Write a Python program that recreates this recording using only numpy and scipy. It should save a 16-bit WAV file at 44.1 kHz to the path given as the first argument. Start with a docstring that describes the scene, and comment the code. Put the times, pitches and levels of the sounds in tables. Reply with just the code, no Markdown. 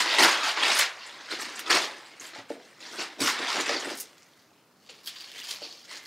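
"""Tissue paper is lifted out of a cardboard box and tossed aside; hands rummage in the rest and bump the box.
A parcel in bubble wrap is dragged out along the cardboard wall, then turned over and picked at.
Paper and film are clouds of tiny snaps shaped in bands, with ringing facets, stiff creases and air cells.
Cardboard is stick-slip rumble and struck modes. One microphone hears it in a small, fairly live room."""
import sys
import numpy as np
from scipy import signal
from scipy.fft import rfft, irfft
from scipy.io import wavfile
from scipy.ndimage import uniform_filter1d

SR = 44100
rng = np.random.default_rng(int(sys.argv[2]) if len(sys.argv) > 2 else 0)


def dump_mix(stems):
    """Bounce the given channels to the path in sys.argv[1] as a 16-bit WAV at rate SR."""
    frames = np.atleast_2d(stems).T  # one column per channel
    limited = np.clip(frames, -1, 1)  # hard clip at full scale
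    pcm = np.round(limited * 32767).astype(np.int16)
    wavfile.write(sys.argv[1], SR, pcm)


N = 267637
TIME = np.arange(N) / SR
STEPS = TIME[::44]  # coarse time grid for hand movement
BODY_HZ = 2000  # below this a tight crease loses body
EDGES = np.geomspace(70, 17000, 20)
# bands: (centre Hz, width Hz, filter)
BANDS = [
    (np.sqrt(low * high), high - low, signal.butter(2, [low, high], "band", fs=SR, output="sos"))
    for low, high in zip(EDGES, EDGES[1:])
]


def from_db(db):
    """Decibels to gain."""
    return np.exp(np.asarray(db) * (np.log(10) / 20))


def rms_one(x):
    """Scale to unit rms."""
    return x / np.sqrt(np.mean(x ** 2) + 1e-20)


def at_hz(points, hz):
    """Read a table along log frequency."""
    points = np.array(points)
    return np.interp(np.log(hz), np.log(points[:, 0]), points[:, 1])


def drift(rate):
    """Random wander of rms 1 with the given number of turning points per second."""
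    knots = rng.standard_normal(int(N / SR * rate) + 2)
    return rms_one(np.interp(TIME * rate, np.arange(len(knots)), knots))


def clicks(at, sizes):
    """Impulses at the given samples."""
    out = np.full(N, 1e-18)
    out[np.clip(at, 0, N - 1).astype(int)] = sizes
    return out


def damped_sine(hz, keep, blows):
    """A resonance that rings at one pitch after each blow, keeping a fixed part of its height per sample."""
    w = 2 * np.pi * hz / SR
    return signal.lfilter([0, np.sin(w)], [1, -2 * keep * np.cos(w), keep * keep], blows)


def thin(x):
    """A small facet radiates little bass."""
    return signal.sosfilt(signal.butter(2, BODY_HZ, "high", fs=SR, output="sos"), x)


def band_shares(colour):
    """Gain of each band for a spectrum of total power 1."""
    gains = np.array([from_db(at_hz(colour, hz)) * np.sqrt(width) for hz, width, sos in BANDS])
    return gains / np.linalg.norm(gains)


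def treble_share(hz):
    """How much a pitch gains when tight creases snap faster than loose ones."""
    return np.interp(np.log(hz), np.log([4200, 8000, 11000]), [0, .65, 1.15])


def tint(hz, extra_sharp_db):
    """Gain at one pitch: tighter creases than usual are brighter and have less body."""
    bass = np.clip(np.log(BODY_HZ / hz) / 2, 0, 1)
    return from_db(treble_share(hz) * extra_sharp_db - bass * np.maximum(extra_sharp_db, 0))


def stroke_power(rows, rise_db_per_s, fall_db_per_s):
    """Power of each stroke on the STEPS grid: it swells, holds while the hand moves, then dies away."""
    start, length, level_db = np.transpose(rows)[:3, :, None]
    before = np.maximum(start - STEPS, 0)
    after = np.maximum(STEPS - start - length, 0)
    return from_db(level_db - rise_db_per_s * before - fall_db_per_s * after) ** 2


def handling(rows, rise_db_per_s, fall_db_per_s, creep_db, creep_sharp_db):
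    """Gain and sharpness of a sheet: overlapping strokes blend their colours by loudness, and faint creeping
    surrounds each."""
    strokes = stroke_power(rows, rise_db_per_s, fall_db_per_s)
    # the sheet stirs faintly as the hand closes on it and settles after it lets go
    stirring = stroke_power(rows, rise_db_per_s=130, fall_db_per_s=30).max(axis=0)
    creep = from_db(creep_db) ** 2 * stirring
    power = strokes.sum(axis=0) + creep + 1e-18
    sharp_db = (np.array(rows)[:, 3] @ strokes + creep_sharp_db * creep) / power
    return np.interp(TIME, STEPS, np.sqrt(power)), np.interp(TIME, STEPS, sharp_db)


def snaps(per_s, spread_db, clump_db, own_db, rub):
    """Tiny snaps in clumps over smooth rubbing, each with its own colour; one level-evened signal a band."""
    chance = per_s * from_db(clump_db * drift(110)) / SR
    at = np.flatnonzero(rng.random(N) < chance)
    sizes = from_db(spread_db * np.minimum(rng.exponential(1, len(at)), 3))
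    rubbing = rub * rng.standard_normal((2, N))
    for k, (hz, width, sos) in enumerate(BANDS):
        own_colour = from_db(own_db * rng.uniform(-0.97, 1, len(at)))
        strengths = sizes * rng.choice([-1, 1], len(at)) * own_colour
        band = signal.sosfilt(sos, rms_one(clicks(at, strengths)) + rubbing[k % 2])
        local_power = uniform_filter1d(band ** 2, size=1500 + int(20 * SR / width))
        yield band / np.sqrt(np.abs(local_power) + 1e-12)


def crinkle(motion, folds, colour, grains, usual_sharp_db, fold_db, crack_db, fold_s, patchy_db):
    """Steady crinkling, and a crack with a dying avalanche of snaps whenever a fold gives way."""
    gain, sharp_db = motion
    s, peak_db, fold_sharp_db = np.transpose(folds)
    out = np.zeros(N)
    keep = np.exp(-2 / (fold_s * SR))  # power kept per sample
    for (hz, width, sos), share, band in zip(BANDS, band_shares(colour), grains):
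        steady = gain * tint(hz, sharp_db - usual_sharp_db)
        kicks = from_db(peak_db + fold_db) * tint(hz, fold_sharp_db - usual_sharp_db)
        avalanche = signal.lfilter([1], [1, -keep], clicks(s * SR, kicks ** 2))
        blows = clicks(s * SR, kicks * rng.choice([-1, 1], len(s)))
        crack = from_db(crack_db) * np.sqrt(SR / width) * signal.sosfilt(sos, blows)
        crack *= min(hz / BODY_HZ, 1)
        # the facets change size as the sheet moves, so its resonances come and go
        patches = from_db(patchy_db * drift(35))
        out += share * (band * np.sqrt(steady ** 2 + avalanche) + crack) * patches
    return out


def ticks(motion, colour, usual_sharp_db, per_s, low_hz, high_hz, ring_s, spread_db):
    """Now and then one facet flips over: it swells and rings briefly at a pitch of its own."""
    gain, sharp_db = motion
    at = np.flatnonzero(rng.random(N) < per_s / SR)
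    pitch, size, length = rng.random((len(at), 3)).T
    hz = low_hz * (high_hz / low_hz) ** pitch
    own_size = from_db(.5 * at_hz(colour, hz) + spread_db * (size - 1.5))
    height = gain[at] * tint(hz, sharp_db[at] - usual_sharp_db) * own_size
    n = np.arange(int(20 * ring_s * SR))
    age = n / (SR * ring_s * (.5 + length[:, None]))
    envelope = age * np.exp(1 - age)
    rings = height[:, None] * np.sin(2 * np.pi * hz[:, None] * n / SR) * envelope
    # overlapping rings add up
    return thin(np.bincount((at[:, None] + n).ravel(), rings.ravel(), N)[:N])


def tissue_motion():
    """Loose paper takes a moment to get going and to come to rest."""
    # hands push, pull or crush the tissue: start t/s, length/s, relative level/dB,
    # sharpness/dB (top treble over the middle)
    tissue_strokes = [(0.0, 0.0017, -17.5, -15), (0.055, 0.15, -26, -22), (0.19, 0.062, -17, -13),
                      (0.275, 0.036, -23, -10.5), (0.33, 0.14, -29.5, -20), (0.437, 0.063, -25.5, -16),
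                      (0.57, 0.06, -27, -31), (0.628, 0.098, -22, -17.5), (0.76, 0.059, -24, -8.5),
                      (0.98, 0.42, -44.5, -23.5), (1.307, 0.03, -32.5, -16), (1.395, 0.034, -35, -5),
                      (1.46, 0.15, -41, -15), (1.662, 0.015, -35, -20), (1.703, 0.057, -20, -14.5),
                      (1.82, 0.022, -31.5, -11), (2.21, 0.067, -44, -3.5), (2.33, 0.055, -43.5, -22),
                      (2.492, 0.028, -47, -9), (2.60, 0.36, -56, -12), (2.805, 0.14, -44, -15),
                      (2.925, 0.059, -41.5, -9), (2.992, 0.02, -28, -17), (3.206, 0.093, -27, -5),
                      (3.33, 0.18, -31.5, -23), (3.48, 0.072, -30, -15), (3.56, 0.045, -27, -21),
                      (3.66, 0.086, -30, -26), (3.795, 0.13, -37, -12)]
    return handling(tissue_strokes, rise_db_per_s=1098.0, fall_db_per_s=305.5,
                    creep_db=-20.5, creep_sharp_db=-14.5)


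def tissue():
    """Thin paper: very dense, fine snaps, with larger facets flipping over among them."""
    # folds of tissue giving way: t/s, relative peak level/dB, sharpness/dB
    tissue_folds = [(0.14, -5, -14), (0.185, -1.5, -10.5), (0.227, -1.5, 1), (0.788, -3, 0.5),
                    (1.593, -20.5, 2), (1.707, -9, -8), (3.204, -16, 1.5), (3.273, -6.5, -9.5),
                    (3.693, -9, -30)]
    # colour of the crinkling paper: f/Hz, relative level per Hz/dB
    tissue_colour = [(60, -46.5), (130, -35.5), (200, -22), (310, -5.5), (560, -2.5), (1100, 3.5),
                     (2000, 5.5), (3000, -1), (4800, 0.5), (6200, -9.5), (8500, -13.5), (11000, -21.5),
                     (15000, -34)]
    motion = tissue_motion()
    grains = snaps(per_s=1200, spread_db=2.5, clump_db=2, own_db=10, rub=0.12)
    rustle = crinkle(motion, tissue_folds, tissue_colour, grains, usual_sharp_db=-12.5,
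                     fold_db=-10.0, crack_db=8, fold_s=0.006, patchy_db=1.6)
    facets = ticks(motion, tissue_colour, usual_sharp_db=-13, per_s=450,
                   low_hz=2600, high_hz=9000, ring_s=.0007, spread_db=17)
    return from_db(-2.5) * rustle + from_db(14) * facets


def air():
    """Faint steady background of the room: noise shaped by a smooth spectrum."""
    # colour of the still room: f/Hz, relative level per Hz/dB
    air_colour = [(30, -29), (70, -7), (140, 1.5), (300, 4.5), (600, -2.5), (1200, -2.5), (3000, -16.5),
                  (15000, -31)]
    hz = np.maximum(np.fft.rfftfreq(N, 1 / SR), 1)
    shaped = irfft(rfft(rng.standard_normal(N)) * from_db(at_hz(air_colour, hz)), N)
    return from_db(-63.5) * rms_one(shaped)


def drag(rummage_db=-22):
    """Whatever moves inside the box sticks and slips along its walls, which rumble."""
    # paper, parcel and arm catch on the cardboard and slide: start t/s, length/s, relative level/dB
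    slides = [(0.21, 0.041, -38.5), (3.2, 0.072, -51.5), (3.38, 0.036, -53.5), (3.555, 0.037, -45),
              (3.69, 0.075, -48), (3.86, 0.071, -51.5)]
    # colour of the rumbling walls: f/Hz, relative level per Hz/dB
    wall_colour = [(60, -36.5), (105, -13.5), (170, -16.5), (230, -4.5), (300, 12), (420, 2.5), (580, 3.5),
                   (800, -1.5), (1500, -27)]
    # the hand goes down into the box: from t/s, to t/s
    in_box_s = (1.0, 1.3)
    slide_power = stroke_power(slides, rise_db_per_s=698, fall_db_per_s=401).sum(axis=0)
    scrapes = np.interp(TIME, STEPS, np.sqrt(slide_power))
    # rummaging follows the tissue until the second slide begins
    inside = np.interp(TIME, in_box_s, [0, 1]) * (TIME < slides[1][0])
    rummage = from_db(rummage_db) * tissue_motion()[0] * inside
    slips = snaps(per_s=190, spread_db=0.5, clump_db=2.5, own_db=4.5, rub=0.44)
    shares = band_shares(wall_colour)[EDGES[:-1] < wall_colour[-1][0]]
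    rumble = sum(share * band for share, band in zip(shares, slips))
    return from_db(10) * (scrapes + rummage) * rumble


def crisp_snaps(ring_s=0.0023, swell_cycles=2.0, stutter_s=.004, loss_db=3):
    """A stiff crease pops through in three quick jerks, each setting its facet ringing."""
    # single stiff creases of paper or film: t/s, relative ring level/dB, pitch of the first jerk f/Hz
    creases = [(0.748, -21.5, 9000), (1.063, -34, 7740), (1.316, -22.5, 4240), (1.405, -27.5, 8250),
               (1.558, -31, 7200), (2.198, -31, 6500), (2.862, -31, 4700), (3.203, -36.5, 10100),
               (3.603, -25, 6790), (3.660, -29, 7200), (3.764, -21, 4600), (3.795, -27, 7350),
               (3.845, -31.5, 7800), (4.896, -43.5, 7040), (5.072, -26, 3300), (5.63, -33, 4570),
               (5.707, -28.5, 4720), (5.893, -36, 4640), (6.061, -35, 4460)]
    out = np.zeros(N + SR)
    t = TIME[:SR // 20]
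    chances = rng.uniform(-1, 1, (len(creases), 3, 2))
    for (s, peak_db, hz), chance in zip(creases, chances):
        envelope = (1 - np.exp(-t * hz / swell_cycles)) * np.exp(-t / ring_s)
        for k, (late, detune) in enumerate(chance):
            start = int((s + stutter_s * k * (1 + late / 2)) * SR)
            ring = np.sin(2 * np.pi * hz * (1 + k * detune / 10) * t)
            out[start:start + len(t)] += from_db(peak_db - loss_db * k) * envelope * ring
    return thin(out[:N])


def bumps(width_octaves=0.57):
    """Each blow rings the cardboard modes near its own pitch."""
    # dull bumps on box and parcel: t/s, relative peak level/dB, pitch where the blow is strongest f/Hz
    blow_rows = [(2.359, -43, 874), (2.381, -41, 121), (2.392, -45.5, 870), (2.502, -32.5, 480),
                 (3.211, -31.5, 294), (3.222, -29, 110), (3.242, -34.5, 280), (3.393, -44, 320),
                 (3.426, -43, 324), (3.598, -39, 318), (3.694, -33, 570), (3.759, -38.5, 476),
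                 (3.868, -36.5, 366), (3.908, -43, 360), (4.513, -62, 784), (5.617, -44.5, 576)]
    # cardboard modes: f/Hz, relative level/dB, time to fall by 60 dB t60/s
    cardboard = [(113, -12.5, 0.21), (277.5, 5, 0.17), (323.4, 3.5, 0.14), (363, 1.5, 0.081),
                 (463, 3.5, 0.13), (579, 5.5, 0.12), (699, 3, 0.063), (866, 4, 0.11)]
    s, peak_db, pitch = np.transpose(blow_rows)
    out = np.zeros(N)
    for k, (hz, level_db, t60) in enumerate(cardboard):
        reach = 1 / (1 + (np.log2(hz / pitch) / width_octaves) ** 2)
        heights = reach * from_db(peak_db + level_db + rng.normal(0, 1, len(s)))
        keep = from_db(-60 / (t60 * SR))
        # neighbouring modes start in opposite phase
        out += (-1) ** k * damped_sine(hz, keep, clicks(s * SR, heights))
    return from_db(-0.5) * out


def pops(pop_hz=4500, ring_s=.00022):
    """A taut air cell dimples in with one dry, hard click."""
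    # air cells of the wrap click: t/s, relative peak level/dB
    cell_clicks = [(3.301, -10), (3.61, -13), (5.51, -14), (5.5133, -13)]
    s, peak_db = np.transpose(cell_clicks)
    keep = np.exp(-1 / (ring_s * SR))
    return thin(damped_sine(pop_hz, keep, clicks(s * SR, from_db(peak_db))))


def bubble_wrap(reach_octaves=0.44):
    """Plastic film: fewer snaps and short squeaks ring the air cells nearest in pitch to the pressed patch."""
    # fingers grip or press the wrap: start t/s, length/s, relative level/dB, sharpness/dB
    wrap_strokes = [(3.963, 0.0061, -41, 9), (4.0, 0.01, -43.5, 15.5), (4.14, 0.29, -64.5, -6.5),
                    (4.896, 0.0073, -44, -20), (5.064, 0.0086, -40.5, 5.5), (5.14, 0.28, -48, -9.5),
                    (5.205, 0.012, -50, -9), (5.38, 0.06, -42.5, -5.5), (5.474, 0.067, -38.5, -6.5),
                    (5.63, 0.004, -37, -19), (5.706, 0.0074, -51, -11), (5.9, 0.071, -40, -14),
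                    (6.06, 0.011, -42.5, -7)]
    # plastic film buckling: t/s, relative peak level/dB, sharpness/dB
    wrap_folds = [(4.894, -26, -21), (5.073, -20, 2), (5.203, -26, -3), (5.51, -22, -4),
                  (6.061, -16.5, -24)]
    # colour of the crinkling film: f/Hz, relative level per Hz/dB
    wrap_colour = [(100, -19), (400, -1), (1150, -0.5), (1550, -2.5), (2100, 2), (3000, -4), (4700, 2),
                   (6200, -1.5), (8500, -9.5), (11000, -13), (15000, -17)]
    # the patch under the fingers rings higher when it is small and taut: t/s, f/Hz
    patch_pitch = [(4.3, 1100), (4.85, 4550), (5.25, 4360), (5.40, 2300), (5.52, 3950), (5.62, 4500),
                   (5.80, 4500), (5.89, 2000)]
    # ringing of the air cells: f/Hz, width/Hz, boost/dB
    film_modes = [(2000, 206, 8), (3060, 980, 10.5), (4495, 540, 7.5)]
    motion = gain, sharp_db = handling(wrap_strokes, rise_db_per_s=650, fall_db_per_s=413,
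                                       creep_db=-9, creep_sharp_db=-9.5)
    grains = snaps(per_s=450, spread_db=2.5, clump_db=3, own_db=8, rub=0.12)
    rustle = crinkle(motion, wrap_folds, wrap_colour, grains, usual_sharp_db=-8.5,
                     fold_db=-12.5, crack_db=7, fold_s=0.007, patchy_db=2.0)
    pitch = np.interp(TIME, *np.transpose(patch_pitch))
    cells, squeaks = 0, 0
    for hz, width, boost_db in film_modes:
        pressed = from_db(boost_db) / (1 + (np.log2(pitch / hz) / reach_octaves) ** 2)
        cells = cells + signal.lfilter(*signal.iirpeak(hz, hz / width, fs=SR), rustle * pressed)
        squeaks = squeaks + ticks((gain * pressed, sharp_db), wrap_colour, usual_sharp_db=-9, per_s=90,
                                  low_hz=hz - width / 2, high_hz=hz + width / 2,
                                  ring_s=.0015, spread_db=14)
    facets = ticks(motion, wrap_colour, usual_sharp_db=-9, per_s=150,
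                   low_hz=3000, high_hz=12000, ring_s=.0007, spread_db=14)
    return from_db(-6) * (rustle + cells / 2) + from_db(4.5) * squeaks + from_db(3) * facets


def nearby_echoes(x, echo_db, fade_s, size=2048):
    """Reflections off box, table and body; the sheet keeps moving, so their pattern keeps changing."""
    out = np.zeros(N + 4 * size)
    window = np.sin(np.pi * np.arange(2 * size) / (2 * size))
    padded = np.pad(x, (size, 2 * size))
    for start in range(0, N + size, size):
        pattern = rng.standard_normal(size // 2) * np.exp(-TIME[:size // 2] / fade_s)
        pattern /= np.linalg.norm(pattern)
        echo = signal.fftconvolve(padded[start:start + 2 * size] * window, pattern)
        out[start:start + len(echo)] += echo
    return x + from_db(echo_db) * out[size:size + N]


def room_tail(x, build_s):
    """Each band's energy builds up between the walls and lingers as diffuse sound."""
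    # reverberation: f/Hz, time to fall by 60 dB t60/s
    room_t60 = [(100, 0.17), (500, 0.6), (4000, 0.23), (12000, 0.054)]
    out = np.zeros(N)
    white = rng.standard_normal((2, N))
    near = np.exp(-1 / (build_s * SR))
    for k, (hz, width, sos) in enumerate(BANDS):
        far = from_db(-120 / (at_hz(room_t60, hz) * SR))  # energy kept per sample
        power = signal.sosfilt(sos, x) ** 2 + 1e-18
        build_and_fade = np.convolve([1, -near], [1, -far])
        energy = signal.lfilter([(1 - near) * (1 - far)], build_and_fade, power)
        out += rms_one(signal.sosfilt(sos, white[k % 2])) * np.sqrt(np.abs(energy))
    return out


def scene():
    """Everything reaches one microphone, heard alike in both ears."""
    handled = nearby_echoes(tissue() + bubble_wrap() + crisp_snaps(), echo_db=-4, fade_s=0.005)
    sheets = from_db(-1.71) * handled + pops()
    box = drag() + bumps()
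    tail = room_tail(from_db(-3.0) * sheets + from_db(-9.5) * box, build_s=0.0025)
    mono = sheets + box + tail + air()
    return np.array([mono, mono])


def record(dry):
    """Each channel adds faint hiss and the highest peaks are rounded; rumble and the very top are cut."""
    hissy = dry + from_db(-69.5) * rng.standard_normal((2, N))
    rounded = .7 * np.tanh(hissy / .7)
    lean = signal.sosfilt(signal.butter(4, 76, "high", fs=SR, output="sos"), rounded)
    return signal.sosfilt(signal.ellip(10, .1, 90, 15600, fs=SR, output="sos"), lean)


dry = scene()
out = record(dry)
dump_mix(out)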